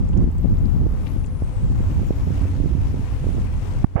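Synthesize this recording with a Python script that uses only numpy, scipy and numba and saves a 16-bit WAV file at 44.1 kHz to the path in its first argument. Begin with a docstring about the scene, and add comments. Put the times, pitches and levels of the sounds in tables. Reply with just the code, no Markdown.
"""Windy ride on a gravel towpath

A phone held on a bicycle: wind buffets its two microphone ports separately, as banded noise and pressure puffs.
Tyres hiss as coloured noise with grains of grit, and grit ticks on the frame as short resonances.
A low hum and faint drones waver; a thin whine (perhaps an electric drive) slides down as paired tones.
Near the end a finger bumps and rubs the right port; a gain control ducks the loudest moments."""
import sys
import numpy as np
from scipy import signal
from scipy.fft import rfft, irfft
from scipy.io import wavfile
from scipy.ndimage import uniform_filter1d, minimum_filter1d
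from numba import njit

SR = 44100
rng = np.random.default_rng(int(sys.argv[2]) if len(sys.argv) > 2 else 0)


def undo_db(level):
    """Turn decibels back into plain size, where 20 dB means ten times bigger."""
    steps = np.asarray(level, float) / 20
    return 10 ** steps


def generate_wav(signal):
    """Clip the signal to [-1, 1] and save it as 16-bit WAV at the path in sys.argv[1]."""
    frames = np.transpose(np.atleast_2d(signal))
    scaled = np.clip(frames, -1, 1) * 32767
    pcm = np.round(scaled).astype(np.int16)
    wavfile.write(sys.argv[1], SR, pcm)


N = 176400


def unit(x):
    """Scale to rms 1."""
    return x / np.sqrt(np.mean(x ** 2))


def on_log(table, hz):
    """Read a (frequency [Hz], value) table on a logarithmic frequency axis."""
    a = np.array(table, float)
    return np.interp(np.log(hz), np.log(a[:, 0]), a[:, 1])


def coloured(noise, colour):
    """Filter noise to a (frequency [Hz], density [dB per Hz]) colour."""
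    hz = np.fft.rfftfreq(N, 1 / SR) + 1
    return irfft(rfft(noise) * undo_db(on_log(colour, hz)), N)


def curve(table, col=1):
    """Read a column of a time table at every sample."""
    a = np.array(table, float)
    return np.interp(np.arange(N) / SR, a[:, 0], a[:, col])


def walk(rate):
    """Random levels held about 1 / rate seconds and slewed; spread 1."""
    k = max(int(1000 / rate), 2)  # hold [ms]
    steps = np.repeat(rng.standard_normal(400), k)
    slow = uniform_filter1d(uniform_filter1d(steps, k), k)[:N * 1000 // SR + 2]
    return np.interp(np.arange(N) * (1000 / SR), np.arange(len(slow)), unit(slow))


def bands(x, centres, step):
    """Split x into overlapping raised-cosine bands that reach step octaves to each side."""
    spec = rfft(x)
    octave = np.log2(np.fft.rfftfreq(N, 1 / SR) + 1e-9)
    for hz in centres:
        distance = np.clip((octave - np.log2(hz)) / step, -1, 1)
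        yield hz, irfft(spec * np.cos(np.pi / 2 * distance) ** 2, N)


def blur(width_hz):
    """Complex noise of rms 1 that spreads a tone over width_hz."""
    z = rng.standard_normal(N) + 1j * rng.standard_normal(N)
    z = signal.lfilter(*signal.butter(1, width_hz / 2, fs=SR), z)
    return z / np.sqrt(np.mean(np.abs(z) ** 2))


def port(x):
    """A microphone port leaks slow pressure away, as a first-order high-pass."""
    return signal.lfilter(*signal.butter(1, 65.6, "high", fs=SR), x)


def drones():
    """Fainter tones of the surroundings: narrow noise bands that come and go, alike on both ports."""
    # columns: (frequency [Hz], level [dB], width [Hz])
    tones = [(425, -56, 6.9), (508, -53.5, 6.9), (847, -60, 26), (2100, -72, 9)]
    t = np.arange(N) / SR
    return sum(undo_db(db) * np.imag(blur(wide) * np.exp(2j * np.pi * hz * t)) for hz, db, wide in tones)


def hum():
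    """A low drone, the same on both ports: steady partials plus wavering rests, drifting in pitch together."""
    # partials of the hum: (frequency [Hz], level [dB], steady share, width of the wavering rest [Hz])
    partials = [(92, -36, 2.6, 8.6), (185, -60, 0.45, 25), (276.8, -44, 1.4, 15)]
    # swell added to every partial: (time [s], level [dB])
    swell = [(0, -11), (1.5, -14.5), (2.2, 1.5), (3.0, 0.5), (3.3, -5.5), (4, -2.5)]
    drifting_time = np.cumsum(1 + 0.00764 * walk(2.983)) / SR
    out = 0
    for hz, db, steady, wide in partials:
        gain = undo_db(db + curve(swell) + 1.5 * walk(12))
        tone = np.exp(2j * np.pi * hz * drifting_time)
        out = out + gain * np.imag((steady + blur(wide)) * tone)
    return out


def whine():
    """Two falling pairs of thin, fluttering tones, each part clean and part blurred by noise."""
    # glide: (time [s], centre of the first order [Hz], first order level [dB], second order level [dB])
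    glide = [(0, 18300, -71, -70), (.25, 16150, -72, -70), (.4, 14900, -67.5, -70), (.84, 12560, -68, -70),
             (1.25, 10100, -65.5, -67), (1.62, 8260, -65.5, -71), (2.08, 6250, -66.5, -69),
             (2.25, 6100, -66, -68), (2.4, 5970, -69.5, -75), (2.9, 5600, -75, -73), (3.1, 5460, -79, -83),
             (4, 5000, -86, -84)]
    split_hz, width_hz = 600, 180  # each order lies split_hz to either side of its centre
    flutter_db, left_db, clean_share = 2.5, -1.5, 0.67
    out = 0
    for order in 1, 2:
        for sign in -1, 1:
            hz = order * curve(glide) + sign * split_hz
            audible = hz < SR / 2.5  # silent near the top of the band
            gain = undo_db(curve(glide, col=order + 1) + flutter_db * walk(40)) * audible
            tone = np.exp(2j * np.pi * np.cumsum(hz) / SR) * gain
            out = out + np.array([np.imag(tone * (clean_share + blur(width_hz))) for _ in range(2)])
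    return out * undo_db(np.array([[left_db], [0]]))


def airy():
    """A swelling band of airy noise that only the right port hears."""
    # swell: (time [s], level [dB])
    swell = [(0, -75), (1.5, -79), (2.4, -72), (2.7, -80), (2.95, -69), (3.15, -67), (3.3, -59), (3.5, -69),
             (4, -69)]
    centre_hz, width_hz = 9460, 2100
    edges = [centre_hz - width_hz / 2, centre_hz + width_hz / 2]
    band = signal.butter(2, edges, "band", fs=SR, output="sos")
    noise = unit(signal.sosfilt(band, rng.standard_normal(N)))
    return noise * undo_db(curve(swell) + 2.0 * walk(13))


def tyres():
    """Rolling hiss roughened by random grains of grit, coloured differently at the two ports."""
    # strength of the roll: (time [s], level [dB])
    roll_level = [(0, -63.5), (.7, -63), (.9, -64), (1.1, -61), (1.27, -62), (1.4, -62.5), (1.95, -60.5),
                  (2.3, -60), (2.55, -59), (2.75, -60), (2.9, -60), (3.1, -59.5), (3.3, -59.5), (4, -60)]
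    # colour at each port: (frequency [Hz], density [dB per Hz])
    left_colour = [(300, 14), (600, 11), (1000, 12.5), (1600, 4.5), (2500, 2.5), (4000, -5), (7000, -7),
                   (9000, -10.5), (12000, -19), (15500, -16)]
    right_colour = [(300, 19), (600, 14), (1000, 6.5), (1600, -2.5), (2300, -7), (3200, -20), (5000, -27),
                    (7500, -35), (11000, -22), (15500, -36)]
    # how each pitch follows the roll: (frequency [Hz], change [dB per dB])
    follow = [(500, 0.06), (1300, 0.23), (2200, 1.6), (4000, 1.16), (10000, 1.3)]
    base_db, mean_roll_db = -45, -61
    flicker_db, shared_db, alike = 0.51, 1.31, 0.17  # alike: share of noise common to both ports
    grit_per_s, grit_spread_db, grit_most_db, grit_share = 600, 4.5, 19.5, 0.21
    roll = curve(roll_level) - mean_roll_db
    shared = walk(12)
    grain_db = np.minimum(grit_spread_db * rng.exponential(size=N), grit_most_db)
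    grit = (rng.random(N) < grit_per_s / SR) * undo_db(grain_db)
    grit = signal.lfilter([1], [1, -.97], grit)  # each grain dies away
    common = rng.standard_normal(N)
    out = []
    for colour in left_colour, right_colour:
        noise = unit(alike * common + rng.standard_normal(N))
        noise = coloured(noise * (1 + grit_share * grit / np.std(grit)), colour)
        hiss = 0
        for hz, band in bands(noise, 300 * 2 ** np.arange(0, 6.5, .5), 0.51):
            db = base_db + on_log(follow, hz) * roll + shared_db * shared + flicker_db * walk(18)
            hiss = hiss + band * undo_db(db)
        out.append(hiss)
    return np.array(out)


def ticks():
    """Grit ticks on the frame, nearer the left port: noise and a snap excite a short, broad resonance."""
    # ticks: (time [s], level of the ring before its rise and decay [dB], pitch [Hz])
    hits = [(0.09, -46.5, 7100), (.132, -41, 3170), (0.175, -44, 6100), (0.315, -51, 8240),
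            (0.382, -44.5, 7600), (.57, -48, 4200), (.586, -47, 7000), (.655, -44.5, 4170),
            (.762, -51, 5000), (1.065, -37, 2630), (1.0695, -32, 2600), (1.069, -46, 4480),
            (1.078, -43.5, 4300), (1.243, -38.5, 2590), (1.25, -46, 2580), (1.24, -48, 6300),
            (1.253, -47, 8200), (1.262, -44, 7400), (1.268, -49, 4200), (1.271, -48, 7000),
            (1.913, -38, 3000), (3.006, -53, 10900)]
    t60_s, rise_s, right_db = 0.018, .0005, -20
    width, snap = 0.34, 4  # width as a share of the pitch; height of the impulse
    length = 1500  # samples
    out, t = np.zeros(N), np.arange(length) / SR
    envelope = np.tanh(t / rise_s) * undo_db(-60 * t / t60_s)
    for s, db, hz in hits:
        strike = rng.standard_normal(length) + snap * (np.arange(length) == 20)
        peak = signal.iirpeak(hz, 1 / width, fs=SR)
        ring = signal.lfilter(*peak, signal.lfilter(*peak, strike))
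        start = int(s * SR)
        out[start:start + length] += undo_db(db) * unit(ring) * envelope
    return out * undo_db(np.array([[0], [right_db]]))


def add_puff(out, s, db, ms):
    """Add one bell-shaped pressure puff centred at s, ms wide at half its height."""
    k = np.arange(-400, 401)
    i = np.clip(int(s * SR) + k, 0, N - 1)
    out[i] += undo_db(db) * np.exp(-.5 * (k / SR * 2355 / ms) ** 2)


def wind(side):
    """Turbulence on one port (0 left, 1 right): rumble that brightens in gusts, plus sharp pressure puffs."""
    # gusts: (time [s], level [dB], left minus right [dB])
    gusts = [(0.02, -23.5, -3.5), (0.08, -30, 6), (0.18, -17.5, -12.5), (0.27, -23, 16), (0.31, -35, -5),
             (0.4, -29, 6.5), (0.455, -26.5, 14), (0.52, -22, -10.5), (0.58, -33, 6.5), (0.66, -25, 17),
             (0.7, -39, 29), (0.75, -28, 15), (0.83, -22.5, -15.0), (0.86, -29, -8.5), (0.96, -31.5, -3),
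             (1.0, -32, 8), (1.29, -35.5, 20), (1.38, -44, 21), (1.42, -35, 6.5), (1.6, -36.5, 6),
             (1.62, -29.5, -8), (1.65, -29, 5.5), (2.04, -28, -4), (2.06, -36, 26), (2.11, -26, -9.5),
             (2.15, -37, 4), (2.2, -31, -8), (2.24, -28.5, 10), (2.28, -30, -16.5), (2.51, -34.5, -3.5),
             (2.64, -30.5, -18), (2.76, -35, -21.5), (2.78, -32, -4), (2.9, -31.5, 0), (2.97, -30.5, -13.5),
             (3.09, -38, -0.5), (3.16, -35.5, 15.5), (3.18, -43.5, 8.5), (3.24, -30.5, -8),
             (3.4, -31, -11.5), (3.42, -32, 3), (3.53, -34, -6), (3.6, -36.5, 1), (3.63, -35, 4),
             (3.8, -37.5, 1.5)]
    # colour at a mean gust: (frequency [Hz], density [dB per Hz])
    colour = [(20, -6.5), (35, -0.5), (60, -0.5), (95, -2.5), (150, -12.5), (250, -20), (400, -35),
              (650, -49.5), (1000, -55)]
    # how each pitch follows the gust: (frequency [Hz], change [dB per dB])
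    follow = [(25, 0.3), (80, 0.53), (200, 0.9), (500, 0.96)]
    # strongest puffs on each port: (time [s], peak before the port leak [dB], push 1 or pull -1, width [ms])
    left_puffs = [(0.1, -6.5, 1, 2.2), (0.19, -12, 1, 1.7), (0.225, -7, 1, 1.9), (0.2419, -1, -1, 1.75),
                  (0.2766, -3.5, -1, 1.9), (0.289, -4, -1, 2.4), (0.3562, -13, 1, 2.8), (0.409, -7, 1, 3.2),
                  (0.4426, -14, 1, 2.4), (0.4458, -6.5, -1, 1.7), (0.4482, -14, 1, 0.74),
                  (0.4547, -10, 1, 2.3), (0.4567, -5.5, -1, 1.27), (0.4593, -5.5, 1, 2.2),
                  (0.467, -23, 1, 0.69), (0.4756, -8, 1, 2.7), (0.651, -23, -1, 2.5),
                  (0.749, -6.5, -1, 3.1), (0.7632, -5, 1, 2.4), (1.1639, -10.5, 1, 1.85),
                  (1.6499, -13.5, 1, 2.4), (1.682, -14, 1, 2.2), (1.7023, -7, 1, 2.4), (2.252, -17, 1, 3.4)]
    right_puffs = [(0.144, -17, 1, 2.2), (0.169, -15, 1, 1.6), (0.1963, -7, 1, 2.2), (0.217, -16, 1, 2.8),
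                   (0.5096, -12, 1, 1.9), (0.529, 1.5, 1, 2.6), (0.811, -19, 1, 1.8), (0.842, -29, -1, 1.8),
                   (0.8605, -13, 1, 1.25), (0.8668, -6, 1, 1.26), (1.4223, -9, -1, 1.08),
                   (1.7137, -7, 1, 2.6), (1.8059, -5.5, -1, 1.6), (1.9189, -13, 1, 1.5),
                   (1.9957, -15.5, 1, 0.76), (2.0185, -9.5, -1, 1.8), (2.032, -16, 1, 0.93),
                   (2.1076, 1.5, 1, 1.17), (2.2754, -14, 1, 1), (2.3059, -13, 1, 0.98),
                   (2.4138, -5, 1, 2.46), (2.4546, -10, 1, 1.14), (2.6019, -7, 1, 1.3),
                   (2.641, -10, 1, 1.6), (2.6595, -8, -1, 1.34), (2.701, -24, -1, 2.6),
                   (2.7212, -11, -1, 1.7), (2.752, -2.5, -1, 2.27), (2.7817, -14, -1, 1.7),
                   (2.9436, -9.5, 1, 1.4), (2.995, -9.5, 1, 2.2), (3.2432, -12, 1, 0.98),
                   (3.2693, -7.5, 1, 1.2), (3.2906, -11.5, 1, 1.06), (3.3484, -9, 1, 1.7),
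                   (3.369, -15, -1, 1.2), (3.3821, -10.5, 1, 1.08)]
    rumble_db, mean_gust_db, eddy_db, swirl_db = -19.5, -28.5, 2, 2
    small_puffs, puff_spread_db = 300, 3
    small_db, small_ms = (-24.5, -29.5)[side], (3.15, 1.37)[side]  # left, right

    gust = curve(gusts) - mean_gust_db + (.5 - side) * curve(gusts, col=2)
    swirl = walk(14)
    rumble = 0
    for hz, band in bands(rng.standard_normal(N), 20 * 2 ** np.arange(0, 6, .5), 0.53):
        db = on_log(colour, hz) + on_log(follow, hz) * (gust + swirl_db * swirl)
        rumble = rumble + band * undo_db(db + eddy_db * walk(9 + hz / 20))
    rms = np.sqrt(np.mean(undo_db(on_log(colour, np.linspace(10, SR / 2, 9999))) ** 2))

    push, pull = np.zeros(N), np.zeros(N)
    for s, db, sign, ms in (left_puffs, right_puffs)[side]:
        add_puff(push if sign > 0 else pull, s, db, ms)
    for when, size, wide in rng.random((small_puffs, 3)):
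        # few small puffs are strong, and gusts strengthen them
        db = small_db + gust[int(when * N)] - puff_spread_db * np.log(size + 0.0014)
        add_puff(push, when * N / SR, db, small_ms * (0.65 + wide))
    return rumble / rms * undo_db(rumble_db) + port(push - pull)


def finger():
    """The finger presses on the port ever harder and lets go; from the last bump on, skin rubs over it."""
    # bumps: (time [s], level before growth and leaks [dB], length [ms], edge [ms], let-go [ms])
    bumps = [(3.8428, 18.5, 2.23, 0.16, 0.35), (3.845, 13.5, 0.87, 0.14, 0.28),
             (3.956, 13.5, 3.24, 0.79, 1.46)]
    # colour of the rubbing skin: (frequency [Hz], density [dB per Hz])
    skin_colour = [(120, -19), (300, -5.5), (550, -1), (800, -1.5), (1000, -10), (1300, -9.5),
                   (1800, -18.5), (2200, -20), (2900, -30), (3200, -37), (6000, -72)]
    lead_ms, lead_share = 8.1, 0.13  # pressure creeps up ahead of the edge
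    press_from, press_growth, seal_hz = 0.36, 0.92, 25
    rub_s, rub_db, rub_rise_s, slips_per_s = 3.956, -16, 0.0088, 9000
    t, pressure = np.arange(N) / SR, 0
    for s, db, ms, edge_ms, go_ms in bumps:
        late = 1000 * (t - s)  # ms after the edge
        press = (np.tanh(late / edge_ms) - np.tanh((late - ms) / go_ms)) / 2
        lead = lead_share * np.exp(np.minimum(late, 0) / lead_ms) * (1 - np.tanh(late / edge_ms)) / 2
        pressure = pressure + undo_db(db) * (lead + press * (press_from + press_growth * late / ms))
    leak = signal.butter(1, seal_hz, "high", fs=SR)  # the seal of the skin lets pressure escape
    thump = port(signal.lfilter(*leak, pressure))
    slips = (rng.random(N) < slips_per_s / SR) * rng.standard_normal(N)
    skin = unit(coloured(slips, skin_colour))
    return thump + undo_db(rub_db) * skin * np.clip((t - rub_s) / rub_rise_s, 0, 1)


def scene():
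    """All sources at the two ports, with the finger on the right one."""
    # level of everything but the finger at the right port, rising at the end: (time [s], level [dB])
    right_level = [(0, -0.5), (3.865, -0.5), (3.885, 1), (4, 4)]
    out = drones() + hum() + whine() + tyres() + ticks() + np.array([wind(0), wind(1)])
    out[1] += airy()
    out[1] *= undo_db(curve(right_level))
    out[1] += finger()
    return out


@njit
def hold(peak, keep):
    """Follow peaks at once, let go slowly."""
    out, e = np.empty(len(peak)), 0.
    for i in range(len(peak)):
        e = max(peak[i], e * keep)
        out[i] = e
    return out


def low_pass(x):
    """Removes everything above the highest recorded frequency."""
    return signal.sosfilt(signal.butter(12, 15830, fs=SR, output="sos"), x)


def record(dry):
    """A look-ahead gain control turns both channels down together when peaks pass its knee."""
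    knee, ratio = 0.55, 3.34  # knee as a share of full scale
    ahead_s, attack_s, release_s = 0.0039, 0.011, 0.15
    k = int(ahead_s * SR)
    peak = -minimum_filter1d(-np.abs(dry).max(axis=0), 2 * k + 1)  # highest peak nearby
    held = hold(peak, np.exp(-1 / (release_s * SR)))
    envelope = uniform_filter1d(held, int(attack_s * SR))
    gain = np.minimum(1, knee / (envelope + 1e-9)) ** (1 - 1 / ratio)
    return low_pass(np.clip(dry * gain, -1, 1))


dry = scene()
out = record(dry)
generate_wav(out)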